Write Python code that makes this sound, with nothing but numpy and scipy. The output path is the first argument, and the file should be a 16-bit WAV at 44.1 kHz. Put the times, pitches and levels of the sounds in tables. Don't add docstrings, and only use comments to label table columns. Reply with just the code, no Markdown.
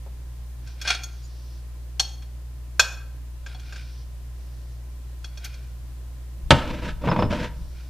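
import sys
import numpy as np
from scipy import signal
from scipy.fft import rfft, irfft, next_fast_len
from scipy.io import wavfile
from scipy.ndimage import uniform_filter1d

SR = 44100
rng = np.random.default_rng(int(sys.argv[2]) if len(sys.argv) > 2 else 0)


def file_out(sig):
    cols = np.atleast_2d(sig).T
    lim = np.clip(cols, -1, 1)
    pcm = np.round(lim * 32767).astype(np.int16)
    wavfile.write(sys.argv[1], SR, pcm)


N = 347949
TIME = np.arange(N) / SR
RING = TIME[:SR // 2]

# (harmonic number, level [dB])
HUM_PARTIALS = [(1, -35.5), (2, -48.5), (4, -75.5), (17, -73.5)]
# (frequency [Hz], gain [dB])
AIR_EQ = [(110, -32), (180, -8), (319, -4.5), (471, -12), (517, -8.5), (952, -16), (1040, -14),
          (1150, -16.5), (1660, -18), (1820, -16.5), (2000, -19.5), (15000, -26)]
# (frequency [Hz], gain [dB])
DRONE_EQ = [(10, -11.5), (28, -7.5), (42, -7.5), (75, -4.5), (95, -16), (125, -5.5), (170, -18),
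            (300, -36.5), (900, -82)]
# (frequency [Hz], gain [dB])
ROOM_WIDTH = [(60, -3), (110, -10.5), (200, -9.5), (380, -7.5), (700, -6.5), (1290, -5.5), (2380, -3),
              (4400, -1), (8120, -0.5), (15000, 0)]
# (frequency [Hz], gain [dB])
PLOP_EQ = [(200, -7), (500, 5), (900, -1), (1500, -14), (4000, -32), (12000, -45)]
# (start [s], length [s], level [dB])
HISS_CUES = [(0.628, 0.093, -57), (1.076, 0.5, -60), (3.608, 0.41, -58), (4.35, 0.4, -67),
             (5.454, 0.25, -70), (7.505, 0.38, -63.5)]
# (frequency [Hz], gain [dB])
HISS_EQ = [(1500, -30), (3000, -6), (4300, -1), (5900, 0), (6800, -18), (10000, -40)]
# (frequency [Hz], t60 before contact damping [s], well gain [dB], rim gain [dB])
PLATE_MODES = [(750, 0.12, -52.5, -8), (963, .04, -13.5, -73), (1280, 0.0536, -12, -18),
               (1345, 0.094, -6, -16), (1586, 0.045, 7, -16), (2474, 0.035, 4.5, -10),
               (2675, 0.07, -15, -24), (3335, 0.11, -4.5, 5), (3510, 0.086, -8.5, -14),
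               (3583, 0.043, -20, -4), (4370, 0.067, -2.5, 6), (5410, 0.055, 3, -29),
               (5416, 0.033, -7.5, 0), (5610, 0.054, -14, -1), (6050, 0.0725, -6.5, -11),
               (6460, 0.046, -11.5, 2), (6970, 0.042, -1, -47), (7680, .06, -23.5, -10),
               (9600, 0.0636, -27, -29), (10700, 0.067, -26.5, -16.5), (11690, 0.064, -20, -28),
               (13550, .07, -22.5, -24)]
# (time [s], level [dB], place [0 well to 1 rim], brightness [dB/octave])
FORK_TAPS = [(0.673, -48.5, 0, 2), (0.8136, -33.5, 0.32, 3), (0.851, -32.5, 0, -7), (0.874, -23.5, 0.5, -2),
             (0.885, -26, 0.5, -1), (.903, -21, 0.86, -2.5), (0.946, -32, 0.6, 0.5),
             (1.034, -34.5, 0.54, 6), (1.996, -15.5, 0.94, 0.5), (2.223, -51, 0.38, -1),
             (2.795, -8.5, 0, 0), (3.462, -38.5, 0, -3.5), (3.546, -44.5, 1, -8), (3.596, -49, 0.4, 3),
             (3.724, -41, 0, -3.5), (3.759, -43, 0, -1), (5.243, -37.5, 0.45, -1), (5.373, -42, 0.42, -0.5),
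             (5.4431, -37.5, 0.52, 11.5), (5.540, -48, 0.27, 2)]
# (frequency [Hz], gain [dB])
TINE_EQ = [(80, -40), (200, -20.5), (400, -5.5), (850, -2), (2000, -4.5), (4200, 0.5), (6700, -0.5),
           (7700, -7), (9300, -13), (11000, -16.5), (15000, -27)]
# (time of hardest push [s], level [dB], swell time [s])
SCRAPE_CUES = [(0.69, -54, 0.026), (0.905, -21, 0.027), (3.515, -48.5, 0.03), (3.76, -46, 0.1),
               (5.452, -36.5, 0.013), (5.53, -53.5, 0.12), (7.8, -52.5, 0.041)]
# (frequency [Hz], gain [dB])
GRIT_EQ = [(250, -84.5), (700, 0), (1000, -17.5), (1450, 4.5), (2000, 0), (2500, 9.5), (3000, 2.5),
           (3850, 5), (6500, -10), (7700, -14), (9300, -10), (15000, -70)]
# (peak time [s], pitch [Hz], level [dB], half-length [s])
SQUEAK_CUES = [(1.047, 6500, -40, .022), (1.245, 4880, -57, .025), (1.25, 6800, -57, .025),
               (7.107, 5180, -43, .018), (7.2, 5180, -42, .014), (7.245, 5180, -50, .035)]
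# (frequency [Hz], gain [dB])
SWAY_EQ = [(8, -12), (25, 8), (45, 0.0), (90, -7.0), (160, -6.5), (500, -54.5)]
# (frequency [Hz], t60 before contact damping [s], gain [dB])
STAND_MODES = [(87.5, 0.24, -3), (182.5, 0.13, 3.5), (314, 0.061, 2), (501, 0.17, -1), (597.3, 0.17, -0.5),
               (913, 0.075, -0.5), (1050, 0.044, -6.5), (1312, 0.16, -7.5), (1700, 0.54, -24.5),
               (2507, .06, -10), (3460, 0.055, -11.5)]
# (time [s], level [dB], brightness [dB/octave])
STAND_BLOWS = [(6.5061, -4.5, 3), (6.519, -9.5, -12), (7.038, -27.5, -10), (7.073, -18, -7.5),
               (7.086, -18, -5.5), (7.1138, -17, -7.5), (7.1619, -23, -5.5), (7.189, -17, -6.5),
               (7.223, -18, -5), (7.241, -18.5, -32), (7.326, -25, -7)]
# (frequency [Hz], gain [dB])
CRACK_EQ = [(30, -16), (100, 15), (400, -5), (1000, 1), (2800, -8), (4200, -13), (7000, -26),
            (10000, -38.5), (15000, -60)]
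# (start [s], length [s], base groan [dB], base scratch [dB], swell [dB/s])
RUB_CUES = [(6.552, 0.25, -33.5, -40.5, -14), (6.812, 0.083, -38, -43.5, 90),
            (7.005, 0.06, -42.5, -55, 246), (7.075, 0.178, -29, -51.5, 21), (7.296, 0.07, -27.5, -36.5, -4),
            (7.374, 0.074, -32, -38, 47)]
# (frequency [Hz], gain [dB])
SCRATCH_EQ = [(710, -27), (1200, -4.5), (1630, 2.5), (1870, -3.5), (2510, -2), (3170, -5), (3450, -7.5),
              (3920, -10), (5380, -14), (15000, -43)]
# (frequency [Hz], t60 [s])
KITCHEN_DECAY = [(150, 0.18), (600, 0.64), (1600, 0.49), (5000, 0.41), (9000, 0.36), (15000, 0.66)]
# (frequency [Hz], gain [dB])
NEAR_WIDTH = [(30, -8.5), (150, -18), (900, -34.5), (2500, -24.5), (5000, -12), (7000, -7.5), (9000, -1),
              (12000, -1)]

MAINS_HZ, TOP_HZ = 60.05, 15250
AIR_DB, DRONE_DB = -56, -51
KNOCK_DRAG_S, DULL_DRAG_S, DULL_TILT_DB = 0.004, 0.0018, -5
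GRIP_DB, WOBBLE_DB = -35.5, -23.5


def undb(db):
    return 10 ** (np.asarray(db) / 20)


def unit(x):
    return x / np.sqrt(np.mean(x ** 2) + 1e-18)


def at(points, hz):
    f, value = np.transpose(points)
    return np.interp(np.log(hz + 1e-9), np.log(f), value)


def tilt(hz, db_per_octave):
    return db_per_octave * np.log2(1 + hz / 500)


def colour(x, eq):
    size = next_fast_len(len(x) + SR // 10)
    gain = undb(at(eq, np.fft.rfftfreq(size, 1 / SR)))
    return irfft(rfft(x, size) * gain, size)[:len(x)]


def noise(eq, count=N):
    return unit(colour(rng.standard_normal(count), eq))


def walk(rate):
    knots = rng.standard_normal(8000)
    return 1.2 * np.interp(TIME * rate, np.arange(len(knots)), knots)


def fade(t60):
    return np.exp(-np.log(1000) * RING / t60)


def held(start, length, attack_s, release_s):
    age = TIME - start
    return np.clip(age / attack_s, 0, 1) * np.exp(-np.maximum(age - length, 0) / release_s)


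def add(track, s, sound):
    i = int(s * SR)
    track[i:i + len(sound)] += sound[:N - i]


def slips(count, rate, spread_db):
    chance, size = rng.random(count), rng.standard_normal(count)
    return (chance < rate / SR) * np.sign(size) * undb(spread_db * np.abs(size))


def resonance(modes):
    out = 0
    for hz, t60, db in modes:
        detuned = hz * (1 + 0.0029 * rng.standard_normal())
        ring = unit(np.sin(2 * np.pi * detuned * RING) * fade(t60))
        out += undb(db) * rng.choice([-1, 1]) * ring
    return out


def strike(modes, crack_eq, tilt_db, drag_s, crack_db, crack_s, chatter, rise_s):
    skid = slips(len(RING), rate=2700, spread_db=3.3) * np.exp(-RING / drag_s)
    push = chatter * np.sqrt(drag_s / 0.0071) * skid / (np.linalg.norm(skid) + 1e-9)
    push[0] += 1
    damping = 1 + drag_s / 0.012
    ring = 0
    for hz, t60, db in modes:
        mode = signal.fftconvolve(resonance([(hz, t60 / damping, 0)]), push[:SR // 10])[:len(RING)]
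        ring += undb(db + tilt(hz, tilt_db)) * unit(mode)
    crack = noise([(hz, db + tilt(hz, tilt_db)) for hz, db in crack_eq], len(RING))
    crack *= np.exp(-(RING / (crack_s + drag_s)) ** 1.1)
    hit = (unit(ring) + undb(crack_db) * unit(crack)) * (1 - np.exp(-RING / rise_s))
    power = uniform_filter1d(hit ** 2, size=SR // 100, mode="constant")
    return hit / np.sqrt(power.max())


def stereo(mid, side):
    return np.array([mid + side, mid - side])


def room_tone():
    hum = 0
    for harmonic, db in HUM_PARTIALS:
        hum += undb(db) * unit(np.sin(2 * np.pi * (harmonic * MAINS_HZ * TIME + rng.random())))
    air_gain = undb(AIR_DB + 0.3 * walk(4))
    mid, side = (air_gain * noise(AIR_EQ) + undb(DRONE_DB + 1.5 * walk(1.7)) * noise(DRONE_EQ)
                 for _ in range(2))
    return stereo(mid + hum, colour(side, ROOM_WIDTH))


def food_plop():
    out = np.zeros(N)
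    add(out, 0.061, undb(-43.5) * noise(PLOP_EQ, len(RING)) * fade(t60=0.096))
    return out


def hiss():
    envelope = sum(undb(db) * held(s, length, attack_s=0.06, release_s=0.04)
                   for s, length, db in HISS_CUES)
    return noise(HISS_EQ) * envelope


def fork_taps():
    out = np.zeros(N)
    for s, db, place, tilt_db in FORK_TAPS:
        modes = [(hz, t60, (1 - place) * well_db + place * rim_db)
                 for hz, t60, well_db, rim_db in PLATE_MODES]
        click_db = -10.5 - 0.11 * db - 3 * place
        tap = strike(modes, TINE_EQ, tilt_db, drag_s=0.0049, crack_db=click_db,
                     crack_s=0.0077, chatter=0.92, rise_s=0.0017)
        add(out, s, undb(db) * tap)
    return out


def fork_scrapes():
    force = 0
    for s, db, swell_s in SCRAPE_CUES:
        from_peak = np.maximum(s - TIME, (TIME - s) / 0.8)
        force += undb(db) * np.exp(-from_peak / swell_s)
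    catches = slips(N, rate=4500, spread_db=2.5) * undb(2 * walk(200))
    grit = unit(colour(catches, GRIT_EQ))
    body = resonance([(hz, 0.21 * t60, well_db / 2) for hz, t60, well_db, _ in PLATE_MODES])
    ring = unit(signal.fftconvolve(grit, body)[:N])
    return force * (undb(-1) * grit + undb(-5.5) * ring)


def squeaks():
    out = 0
    for s, hz, db, half_length in SQUEAK_CUES:
        pitch = hz * (1 + 0.016 * walk(700))
        rasp = undb(3 * walk(250))
        swell = np.exp(-2 * ((TIME - s) / half_length) ** 2)
        out += undb(db) * swell * unit(rasp * np.sin(2 * np.pi * np.cumsum(pitch) / SR))
    return out


def stand_sway():
    tremble = undb(GRIP_DB) * held(start=6.32, length=1.3, attack_s=0.12, release_s=0.058)
    wobble_power = sum((undb(db + WOBBLE_DB) * held(s, 0, attack_s=0.0089, release_s=0.24)) ** 2
                       for s, db, _ in STAND_BLOWS)
    return noise(SWAY_EQ) * np.sqrt(tremble ** 2 + wobble_power)


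def stand_knocks():
    out = np.zeros(N)
    for s, db, tilt_db in STAND_BLOWS:
        drag_s = KNOCK_DRAG_S + DULL_DRAG_S * max(DULL_TILT_DB - tilt_db, 0)
        heft = [(330, 0.43 * db), (480, 0.016)]
        modes = [(hz, t60, mode_db + at(heft, hz)) for hz, t60, mode_db in STAND_MODES]
        crack_eq = [(hz, band_db + at(heft, hz)) for hz, band_db in CRACK_EQ]
        knock = strike(modes, crack_eq, tilt_db, drag_s, crack_db=1.5,
                       crack_s=0.0058, chatter=0.52, rise_s=0.00032)
        add(out, s, undb(db) * knock)
    return out


def stand_rubs():
    groan_gain = scratch_gain = 0
    for s, length, groan_db, scratch_db, swell_db_per_s in RUB_CUES:
        swell = undb(swell_db_per_s * np.clip(TIME - s, 0, length))
        push = held(s, length, attack_s=0.015, release_s=0.017) * swell
        groan_gain += undb(groan_db) * push
        scratch_gain += undb(scratch_db) * push
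    pressure = undb(2.5 * walk(90))
    body = resonance([(hz, 0.39 * t60, db + tilt(hz, -3.4)) for hz, t60, db in STAND_MODES])
    groan = unit(signal.fftconvolve(slips(N, rate=2000, spread_db=1.6) * pressure, body)[:N])
    scratch = unit(colour(slips(N, rate=5000, spread_db=1.7) * pressure, SCRATCH_EQ))
    return groan * groan_gain + scratch * scratch_gain


def kitchen(x, wet_db):
    hz = np.fft.rfftfreq(len(RING), 1 / SR)
    spectrum = rfft(rng.standard_normal(len(RING)))
    tail = 0
    for centre_hz, t60 in KITCHEN_DECAY:
        band = at([(f, float(f == centre_hz)) for f, _ in KITCHEN_DECAY], hz)
        tail += irfft(spectrum * band, len(RING)) * fade(t60)
    tail *= 1 - np.exp(-RING / 0.0015)
    return x + undb(wet_db) * signal.fftconvolve(x, tail / np.linalg.norm(tail))[:N]


def microphone_ports(near):
    scatter = rfft(rng.standard_normal(len(RING)) * fade(t60=0.035))
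    all_pass = irfft(scatter / np.abs(scatter))
    reflections = np.roll(all_pass, SR // 1000)[:SR // 40]
    side = colour(signal.fftconvolve(near, reflections)[:N], NEAR_WIDTH)
    return stereo(near, side)


def scene():
    plate = kitchen(fork_taps() + fork_scrapes() + squeaks(), wet_db=-9.5)
    stand = kitchen(stand_knocks() + stand_rubs(), wet_db=-11) + stand_sway()
    near = plate + stand + kitchen(food_plop(), wet_db=-7) + hiss()
    return microphone_ports(near) + room_tone()


def record(dry):
    rounded = dry / (1 + dry ** 6) ** (1 / 6)
    high_cut = signal.ellip(10, 0.1, 90, TOP_HZ, fs=SR, output="sos")
    return signal.sosfilt(high_cut, rounded)


dry = scene()
out = record(dry)
file_out(out)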